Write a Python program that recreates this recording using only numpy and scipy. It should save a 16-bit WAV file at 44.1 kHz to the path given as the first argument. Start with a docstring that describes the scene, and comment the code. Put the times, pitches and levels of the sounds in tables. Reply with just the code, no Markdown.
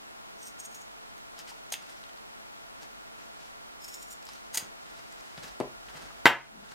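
"""Large steel shears trim a cloth seam over a cutting mat, heard close in a small quiet room.
Over room air, fan and rumble the blades grind in short pushes: slips exciting gliding resonances.
Grains of noise make cloth rustle and a bite, short rings make ticks and taps; more grinding, two quick bites.
The shears touch the table, slide, drop: struck modes, rattle, low pulses, with a table shudder late on.
The recorder's gain control turns loud peaks down and recovers."""
import sys
import numpy as np
from scipy import signal
from scipy.fft import rfft, irfft, next_fast_len
from scipy.io import wavfile

SR = 44100
rng = np.random.default_rng(int(sys.argv[2]) if len(sys.argv) > 2 else 0)


def put_to_file(sound):
    """Save the sound as 16-bit audio at rate SR, in the file named by the first command-line argument."""
    columns = np.atleast_2d(sound).T  # one column per channel
    safe = np.clip(columns, -1, 1)
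    whole_steps = np.round(safe * 32767)
    wavfile.write(sys.argv[1], SR, whole_steps.astype(np.int16))


N = 297366
T = np.arange(N) / SR   # seconds


def amp(db):
    """Decibels to gain."""
    return 10 ** (np.asarray(db) / 20)


def rms_one(x):
    """Scale to unit power."""
    return x / np.sqrt(np.mean(x ** 2) + 1e-20)


def shaped(x, spectrum):
    """Filter by a spectrum in dB, read between its points on a log frequency scale."""
    size = next_fast_len(N)
    hz, db = np.transpose(spectrum)
    f = np.maximum(np.arange(size // 2 + 1) * SR / size, 1)
    gain = amp(np.interp(np.log(f), np.log(hz), db, left=-80))
    return irfft(rfft(x, size) * gain, size)[..., :N]


def coloured(x, spectrum):
    """Give a sound a spectrum; rms 1."""
    return rms_one(shaped(x, spectrum))


def band(x, low_hz, high_hz):
    """Band-pass."""
    return signal.sosfilt(signal.butter(2, [low_hz, high_hz], "band", fs=SR, output="sos"), x)


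def gliding(x, hz, width_hz):
    """A resonance whose centre may move: shift down, low-pass, shift back."""
    turn = np.exp(2j * np.pi * np.cumsum(hz) / SR)
    r = np.exp(-np.pi * width_hz / SR)
    return (signal.lfilter([np.sqrt(2 * (1 - r * r))], [1, -r], x / turn) * turn).real


def swell(start, end, rise, fall):
    """Gain 1 from start to end, 20 dB lower a rise time before and a fall time after."""
    before, after = (start - T) / rise, (T - end) / fall
    steps_down = np.maximum(np.maximum(before, after), 0)
    return amp(-20 * np.minimum(steps_down, 6))


def grains(per_s, spread_db):
    """Random slips of uneven size and sign."""
    sizes = amp(spread_db * np.minimum(rng.exponential(1, N), 5)) * rng.choice([-1, 1], N)
    return rms_one(sizes * (rng.random(N) < per_s / SR))


# Room air and recorder hiss, the part alike in both microphone ports.
# Each row: frequency in Hz, density in dB per Hz.
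AIR_COLOUR = [(20, -4), (60, -16), (180, -16), (300, -10.5), (480, -14.5), (700, -5), (1200, -8),
              (1600, -11), (3000, -15.5), (10400, -23), (16000, -29)]
# The part opposed in the two ports. Each row: frequency in Hz, density in dB per Hz.
AIR_SIDE_COLOUR = [(15, -42.5), (25, -10), (102, -4), (394, -2.5), (887, 0), (962, -2.5), (1070, -0.5),
                   (6210, -16.5), (16000, -30.5)]
# A distant fan. Each row: resonance in Hz, width in Hz, level in dB before placing.
FAN = [(222.1, 10, -71.5), (441.4, 6.4, -73.5), (669, 5.7, -67.5), (1399, 24, -67.5)]
AIR_DB, AIR_SIDE_DB = -57, -46


def air():
    """Steady noise, mostly opposed in the two ports, with soft fan resonances near the middle."""
    mid = amp(AIR_DB) * coloured(rng.standard_normal(N), AIR_COLOUR)
    side = amp(AIR_SIDE_DB) * coloured(rng.standard_normal(N), AIR_SIDE_COLOUR)
    fan = np.zeros(N)
    for hz, width_hz, db in FAN:
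        fan += amp(db) * gliding(rng.standard_normal(N), np.full(N, float(hz)), width_hz)
    return mid + fan * amp([[.5], [-.5]]) + side * np.array([[1], [-1]])


# A deep waver, mostly separate in the two channels and partly opposed.
# Each row: time in seconds, level in dB.
RUMBLE_LEVEL = [(0.0, -77), (0.41, -72), (4.35, -68), (4.52, -70.5), (5.95, -58), (6.74, -66.5)]


def rumble():
    """Narrow noise near the bottom of hearing, own in each channel plus an opposed part."""
    s, db = np.transpose(RUMBLE_LEVEL)
    centre_hz, width_hz = np.full(N, 46.0), 17.0
    left, right, opposed = (
        gliding(gliding(rng.standard_normal(N), centre_hz, width_hz), centre_hz, width_hz)
        for _ in range(3))
    pair = np.array([left + 0.7 * opposed, right - 0.64 * opposed])
    return amp(np.interp(T, s, db)) * rms_one(pair)


# Steady grinding of the blades. Each row: start in seconds, end in seconds, level of pressure in dB.
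GRINDING = [(0.387, 0.48, -63), (0.586, 0.663, -63.5), (0.715, 0.787, -59), (3.814, 4.03, -54.5),
            (4.077, 4.135, -57.5)]
# Jerks as the edges catch and slip on.
# Each row: loudest moment in seconds, peak pressure in dB, rise in seconds, fall in seconds.
EDGE_JERKS = [(0.43, -50, .015, 0.018), (.454, -52, .003, .015), (0.475, -45, 0.017, 0.019),
              (0.601, -41, .01, 0.01), (0.656, -44.5, 0.02, 0.0096), (0.747, -43.5, 0.0033, 0.014),
              (0.818, -52.5, .015, .018), (3.848, -42, 0.012, 0.0073), (3.882, -42, .002, 0.021),
              (3.944, -41, 0.011, 0.013), (4.028, -46.5, .018, .012), (4.108, -43.5, .008, 0.015),
              (4.13, -46.5, .018, 0.013)]
# Blade resonances, moving as the crossing point moves out.
# Each row: a pair of start and end in seconds, then a list of resonances, each with
# Hz at the start, Hz at the end, width in Hz, relative dB at the start, relative dB at the end.
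BLADE_MODES = [((0.379, 0.88), [(5840, 6000, 920, 5.5, -9), (6450, 6800, 710, 3.5, 6),
               (7200, 7500, 500, -8, -6), (8340, 8600, 430, 5, -1), (12200, 13200, 1400, -10, -13),
               (14600, 15300, 500, -6, -14)]), ((3.8, 4.16), [(5230, 5830, 430, 2, -6),
               (6700, 7160, 1100, -4, 2.5), (7850, 8000, 300, -5, -11), (8500, 9000, 330, -12, -5),
               (11700, 12500, 940, -18, -14), (12700, 13550, 510, -10, -11),
               (14700, 15000, 600, -20, -16)])]
PUSH_RISE_S, PUSH_FALL_S = 0.019, 0.047   # time to rise from and sink to 20 dB below


def blades():
    """Dense slips of edge on edge excite sliding blade resonances, each coming and going, with bare hiss."""
    pressure = np.zeros(N)
    for start, end, db in GRINDING:
        pressure += amp(db) * swell(start, end, PUSH_RISE_S, PUSH_FALL_S)
    for s, db, rise, fall in EDGE_JERKS:
        pressure += amp(db) * swell(s, s, rise, fall)
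    force, out = pressure * grains(11000, spread_db=3.5), np.zeros(N)
    for (start, end), modes in BLADE_MODES:
        on = slice(int(start * SR), int((end + .05) * SR))
        steps = np.arange(start, end + .1, .012)
        for from_hz, to_hz, width_hz, from_db, to_db in modes:
            hz = np.interp(T[on], [start, end], [from_hz, to_hz])
            db = np.interp(T[on], [start, end], [from_db, to_db])
            wander_db = np.interp(T[on], steps, rng.normal(0, 3.0, len(steps)))
            patchy = amp(db + wander_db) * force[on]
            twice = gliding(gliding(patchy, hz, width_hz), hz, width_hz)   # steep skirts
            out[on] += amp(-3.5) * twice * np.sqrt(np.pi * width_hz / SR)
    return out + amp(-4.0) * band(force, 2200, 13300)


def pings(events, ring_s, rise_s, crack_db, lag):
    """Each touch crackles in a wide band about its pitch and rings briefly there, swelling in over rise_s."""
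    out, t = np.zeros(N), T[:2000]
    for (s, db, hz), grit in zip(events, rng.standard_normal((len(events), 2000))):
        at = round((s + lag) * SR)
        ping = np.sin(2 * np.pi * hz * t) * amp(-60 * t / ring_s) * (1 - np.exp(-t / rise_s))
        burst = (t == 0) * 1.9 + grit * amp(-60 * t / 0.0053)
        crack = band(burst, 0.32 * hz, min(1.9 * hz, .45 * SR))
        crack = crack / np.abs(crack).max()
        out[at:at + 2000] += amp(db) * (ping + amp(crack_db) * crack)[:N - at]
    return out


# Small ticks of steel, thread and nail. Each row: time in seconds, nominal peak in dB, ring in Hz.
TICK_TOUCHES = [(1.1797, -38, 6460), (1.3818, -42, 5000), (1.3895, -29.5, 5560), (1.7025, -37, 6700),
                (1.7397, -21, 3520), (2.0378, -37.5, 3820), (2.0931, -40, 3150), (2.174, -41.5, 4830),
                (2.831, -36.5, 4500), (3.2002, -46, 2500), (4.2258, -38.5, 4960), (4.2528, -35, 7800),
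                (4.2677, -33.5, 5170), (4.2887, -29.5, 5140), (4.334, -34, 6060), (4.8633, -41, 3920),
                (5.1245, -39, 7850), (5.3767, -35.5, 4100), (5.6007, -28, 4750), (5.8855, -39, 3130),
                (6.6897, -41, 3950)]


def ticks():
    """Hard touches: a sharp crackle with a very short ring."""
    return pings(TICK_TOUCHES, ring_s=0.0041, rise_s=.0001, crack_db=-2.0, lag=0.00088)


# Short pitched taps and squeaks. Each row: time in seconds, nominal peak in dB, ring in Hz.
TAP_TOUCHES = [(1.3898, -37, 1280), (4.2887, -34, 1080), (1.517, -34, 900), (1.723, -26, 750),
               (1.903, -41, 8900), (1.972, -44, 5800), (2.664, -47, 4660), (2.831, -38, 810),
               (4.574, -31.5, 320), (4.625, -31, 178), (6.105, -31.5, 1225), (6.719, -36.5, 1400)]


def taps():
    """Softer touches: a longer ring that swells in, almost without crackle."""
    return pings(TAP_TOUCHES, ring_s=0.011, rise_s=0.00063, crack_db=-40, lag=0.00026)


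def crunch(bright, low, colour, body, per_s, spread_db, snap_db):
    """Fibres slipping: bright grains, sparser snaps and a duller body under them."""
    slips = grains(per_s, spread_db) + amp(snap_db) * grains(300, spread_db=1.5)
    return bright * coloured(slips, colour) + low * coloured(slips, body)


# Cloth, fingers and shears sliding. Each row: loudest moment in seconds, rise in seconds,
# fall in seconds, bright level in dB, low body level in dB, both before the lumps.
SLIDES = [(1.397, 0.033, 0.055, -51, -64), (1.48, 0.028, 0.11, -51.5, -70), (1.82, 0.025, 0.13, -57, -63),
          (1.899, 0.044, 0.25, -61, -76), (2.826, 0.045, 0.055, -54.5, -57), (3.2, 0.1, 0.13, -61, -63),
          (3.44, 0.17, 0.087, -58, -64.5), (4.29, 0.057, 0.24, -53, -66.5),
          (4.62, 0.072, 0.11, -58.5, -52.5), (4.97, 0.25, 0.18, -58.5, -62), (5.17, 0.19, 0.62, -60, -71),
          (5.445, 0.096, 0.11, -50, -52), (5.89, 0.016, 0.051, -55.5, -52), (5.98, 0.17, 0.4, -55, -53.5),
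          (6.72, 0.21, .1, -58.5, -60)]
# Bright part of the rustle. Each row: frequency in Hz, density in dB per Hz.
SLIDE_COLOUR = [(600, -12), (1500, -2), (2500, 2), (5000, 3), (8000, -2.5), (12000, -10.5), (16000, -14)]
# Low body of the rustle. Each row: frequency in Hz, density in dB per Hz.
SLIDE_BODY = [(60, -13), (110, 3), (900, 0.5), (1800, -2.5), (4000, -46.5)]


def rustle():
    """Fibre slips swell to a loudest moment and die away, lumpy because cloth gives way in fits."""
    lumps = amp(np.interp(T, np.arange(700) * .012, rng.normal(0, 3.0, 700)))
    bright, low = np.zeros(N), np.zeros(N)
    for s, rise, fall, bright_db, low_db in SLIDES:
        gain = swell(s, s, rise, fall)
        bright += amp(bright_db) * gain
        low += amp(low_db) * gain
    return crunch(lumps * bright, lumps * low, SLIDE_COLOUR, SLIDE_BODY,
                  9000, spread_db=2.5, snap_db=-9)


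# Blades biting through the seam. Each row: first contact in seconds, full bite in seconds,
# edges stop in seconds, level in dB, level of the duller crunch in dB.
SEAM_BITES = [(1.7186, 1.7234, 1.743, -36, -41.5), (4.528, 4.547, 4.5605, -33, -55),
              (4.569, 4.574, 4.584, -30, -39)]
# Bright part of the bite. Each row: frequency in Hz, density in dB per Hz.
SEAM_COLOUR = [(900, -66), (1500, -12), (3300, -11), (4100, -11), (4900, -4), (5700, -12.5), (6500, 2),
               (7400, -9), (9100, -1.5), (10600, -20), (12000, -9), (16000, -15)]
# Body of the bite. Each row: frequency in Hz, density in dB per Hz.
SEAM_BODY = [(150, -23), (300, -8.5), (900, 11.5), (1800, -8), (4000, -22)]
BITE_BODY_DB = -15.5
CATCH_S, CATCH_FADE_S = 0.008, 0.0027   # the quicker the bite, the harder its first catch
BITE_SAG_DB_S = 107   # the hold weakens as the blades close
BITE_STOP_S, AFTER_DB, AFTER_S = 0.00063, -17.5, 0.064   # then loose threads whisper on


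def biting(column):
    """Gain of the bites: build up, catch, hold while sagging, stop dead, whisper on."""
    gain = np.zeros(N)
    for row in SEAM_BITES:
        touch, full, stop = row[:3]
        sag = amp(-BITE_SAG_DB_S * np.clip(T - full, 0, stop - full))
        hold = swell(full, stop, (full - touch) / 1.35, BITE_STOP_S) * sag
        whisper = amp(AFTER_DB) * swell(stop, stop, BITE_STOP_S, AFTER_S)
        catch = CATCH_S / (full - touch) * swell(full, full, CATCH_FADE_S, 2 * CATCH_FADE_S)
        gain += amp(row[column]) * (hold + whisper + catch)
    return gain


def bites():
    """Severed fibres: a bright crunch with a body, and a duller mid-band crunch of its own level."""
    gain = biting(column=3)
    bright = crunch(gain, amp(BITE_BODY_DB) * gain, SEAM_COLOUR, SEAM_BODY,
                    14000, spread_db=2.0, snap_db=-34)
    dull = rms_one(band(grains(14000, spread_db=5.0), 1900, 4400))
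    return bright + biting(column=4) * dull


def ring(clicks, hz, t60):
    """A unit click sets a sine of height 1 ringing."""
    r, w = amp(-60 / (t60 * SR)), 2 * np.pi * hz / SR
    return signal.lfilter([0, np.sin(w)], [1, -2 * r * np.cos(w), r * r], clicks + 1e-18)


# Contacts with the table. Each row: time in seconds, thud in the table in dB,
# clatter of the shears in dB, low push in dB; all levels are relative drives.
CONTACTS = [(5.378, -51, -53, -36), (5.6018, -30.5, -52.5, -51), (5.6049, -35.5, -55, -53),
            (5.6098, -27.5, -52, -45), (5.952, -61, -54.5, -43), (6.2557, -20, -12, -43),
            (6.2641, -16.5, -15.5, -35), (6.266, -51.5, -18, -42.5), (6.2711, -38, -22, -45)]


def struck(modes, column, sign):
    """Each contact strikes each mode with its own strength; a negative sign alternates their direction."""
    rows = np.array(CONTACTS)
    at, out = np.round(rows[:, 0] * SR).astype(int), np.zeros(N)
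    chance_db = rng.normal(0, 1.5, (len(rows), len(modes)))
    for k, (hz, db, t60) in enumerate(modes):
        clicks = np.zeros(N)
        clicks[at] = amp(rows[:, column] + db + chance_db[:, k])
        out += ring(clicks, hz, t60) * sign ** k
    return out


# Modes of the table. Each row: frequency in Hz, relative level in dB, time to fall 60 dB in seconds.
TABLE_MODES = [(135, -15.5, 0.49), (234, -14, 0.04), (341, 5.5, 0.028), (447, 4, 0.023), (550, 4, 0.032),
               (680, 0, 0.052), (810, -7, 0.027), (1000, -10, 0.036)]
CONTACT_HZ = 1300   # the mat softens each contact


def thud():
    """The table's modes ring together after each contact, their treble softened."""
    return band(struck(TABLE_MODES, column=1, sign=0.99), 185, CONTACT_HZ)


PUSH_LOW_HZ, PUSH_HIGH_HZ = 90, 298   # the table top gives way under each contact


def thump():
    """Each contact pushes the table top: one dull low pulse."""
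    clicks = np.zeros(N)
    for s, _, _, db in CONTACTS:
        clicks[round(s * SR)] = amp(db) * SR / PUSH_HIGH_HZ / 2
    once = band(clicks + 1e-18, PUSH_LOW_HZ, PUSH_HIGH_HZ)
    return band(once, PUSH_LOW_HZ, PUSH_HIGH_HZ)


# Modes of the shears. Each row: frequency in Hz, relative level in dB, time to fall 60 dB in seconds.
SHEARS_MODES = [(842, -11, 0.063), (940, 1, 0.056), (1096, -7, 0.066), (1497, 1, 0.053), (1737, -3, 0.049),
                (1898, 0, 0.053), (2090, 1, 0.028), (2304, 2, 0.05), (2570, 1.5, 0.024), (2782, -2, 0.03),
                (3120, 4.5, 0.012)]


def clatter():
    """The shears' modes ring after each contact, neighbours starting in opposite directions."""
    return band(struck(SHEARS_MODES, column=2, sign=-0.99), 300, 4500)


def chatter():
    """Loose blades rattle for a few milliseconds after each contact: a bright dying hiss."""
    clicks = np.zeros(N)
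    for s, _, db, _ in CONTACTS:
        clicks[round(s * SR)] = amp(db)
    fade = signal.lfilter([1], [1, -amp(-60 / (0.036 * SR))], clicks + 1e-18)
    colour = [(500, 7.0), (1200, 12.0), (3200, 5.5), (5000, -9.5), (9000, -15.5), (16000, -17.5)]
    return amp(8) * fade * coloured(rng.standard_normal(N), colour)


# A low shudder as a hand leaves the table. Each row: time in seconds, pitch in Hz, level in dB.
SHUDDER_PATH = [(6.5, 217, -70.5), (6.554, 208, -48.5), (6.65, 202, -62)]


def shudder():
    """A narrow, lumpy wobble of the table top: noise through a gliding resonance."""
    s, hz, db = np.transpose(SHUDDER_PATH)
    gain = amp(np.interp(T, s, db, left=-120, right=-120))
    return gain * gliding(rng.standard_normal(N), np.interp(T, s, hz), 15)


# Reverberation of the small room. Each row: lower band edge in Hz, time to fall 60 dB in seconds
# from there up to the next edge; the last row only closes the top band.
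ROOM_DECAY = [(170, 0.23), (500, 0.26), (1500, 0.26), (3000, 0.2), (8000, .15), (16000, .12)]
ROOM_DB, KNOCK_ROOM_DB, ROOM_LIKENESS = -8.5, -6.5, 0.83   # likeness of the two channels


def room(x):
    """A dense tail of reflections that builds up within a few milliseconds and dies faster in the treble."""
    t, tail = T[:SR // 2], 0
    for (low_hz, t60), (high_hz, _) in zip(ROOM_DECAY, ROOM_DECAY[1:]):
        noise = band(rng.standard_normal((2, len(t))), low_hz, high_hz)
        tail = tail + noise * amp(-60 * t / t60)
    tail = tail * (1 - np.exp(-t / 0.00075))
    shared = np.sqrt(1 + ROOM_LIKENESS) * tail[0]
    opposed = np.sqrt(1 - ROOM_LIKENESS) * tail[1] * np.array([[1], [-1]])
    tail = rms_one(shared + opposed) / np.sqrt(len(t))
    return signal.fftconvolve(x[None], tail, axes=1)[:, :N]


def placed(x, pan_db, left_lag):
    """Louder on the left by pan_db, arriving there later by a fraction of a sample."""
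    size = next_fast_len(N)
    bins = np.arange(size // 2 + 1)
    turn = np.exp(-1j * np.pi * bins / size * left_lag * np.array([[1], [-1]]))
    return irfft(rfft(x, size) * turn, size)[:, :N] * amp([[pan_db / 2], [-pan_db / 2]])


def scene():
    """Hands and shears near the middle, the table louder on the left, all in the room."""
    hands = blades() + ticks() + taps() + rustle() + bites()
    shears = chatter() - clatter()
    table = thud() + thump() + shudder()
    near = placed(hands, -0.18, left_lag=0.36)
    near = near + placed(shears, 0.48, left_lag=0.8)
    near = near + placed(table, 5.6, left_lag=.1)
    near = band(near, 95, 16000)   # the microphone's low cut thins the deep bass of the near sounds
    echoes = room(amp(ROOM_DB) * hands + amp(KNOCK_ROOM_DB) * (shears + table))
    return near + echoes + air() + rumble()


DUCK_FROM_DB, DUCK_SHARE, RECOVER_DB_S = -12.5, 0.36, 12.5   # share of the excess taken off
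CUTOFF_HZ = 15900


def record(dry):
    """Gain control ducks on loud peaks and recovers steadily; the top is cut."""
    peak_db = 20 * np.log10(np.abs(dry).max(axis=0) + 1e-9)
    over_db = np.maximum(peak_db - DUCK_FROM_DB, 0) * DUCK_SHARE
    held_db = np.maximum.accumulate(over_db + RECOVER_DB_S * T) - RECOVER_DB_S * T
    r = np.exp(-1 / (0.0032 * SR))   # the gain follows with a 3.2 ms time constant
    ducked = dry * amp(-signal.lfilter([1 - r], [1, -r], held_db))
    rounded = .96 * np.tanh(ducked / .96)   # the highest peaks are squeezed
    return signal.sosfilt(signal.ellip(12, .5, 80, CUTOFF_HZ, fs=SR, output="sos"), rounded)


dry = scene()
out = record(dry)
put_to_file(out)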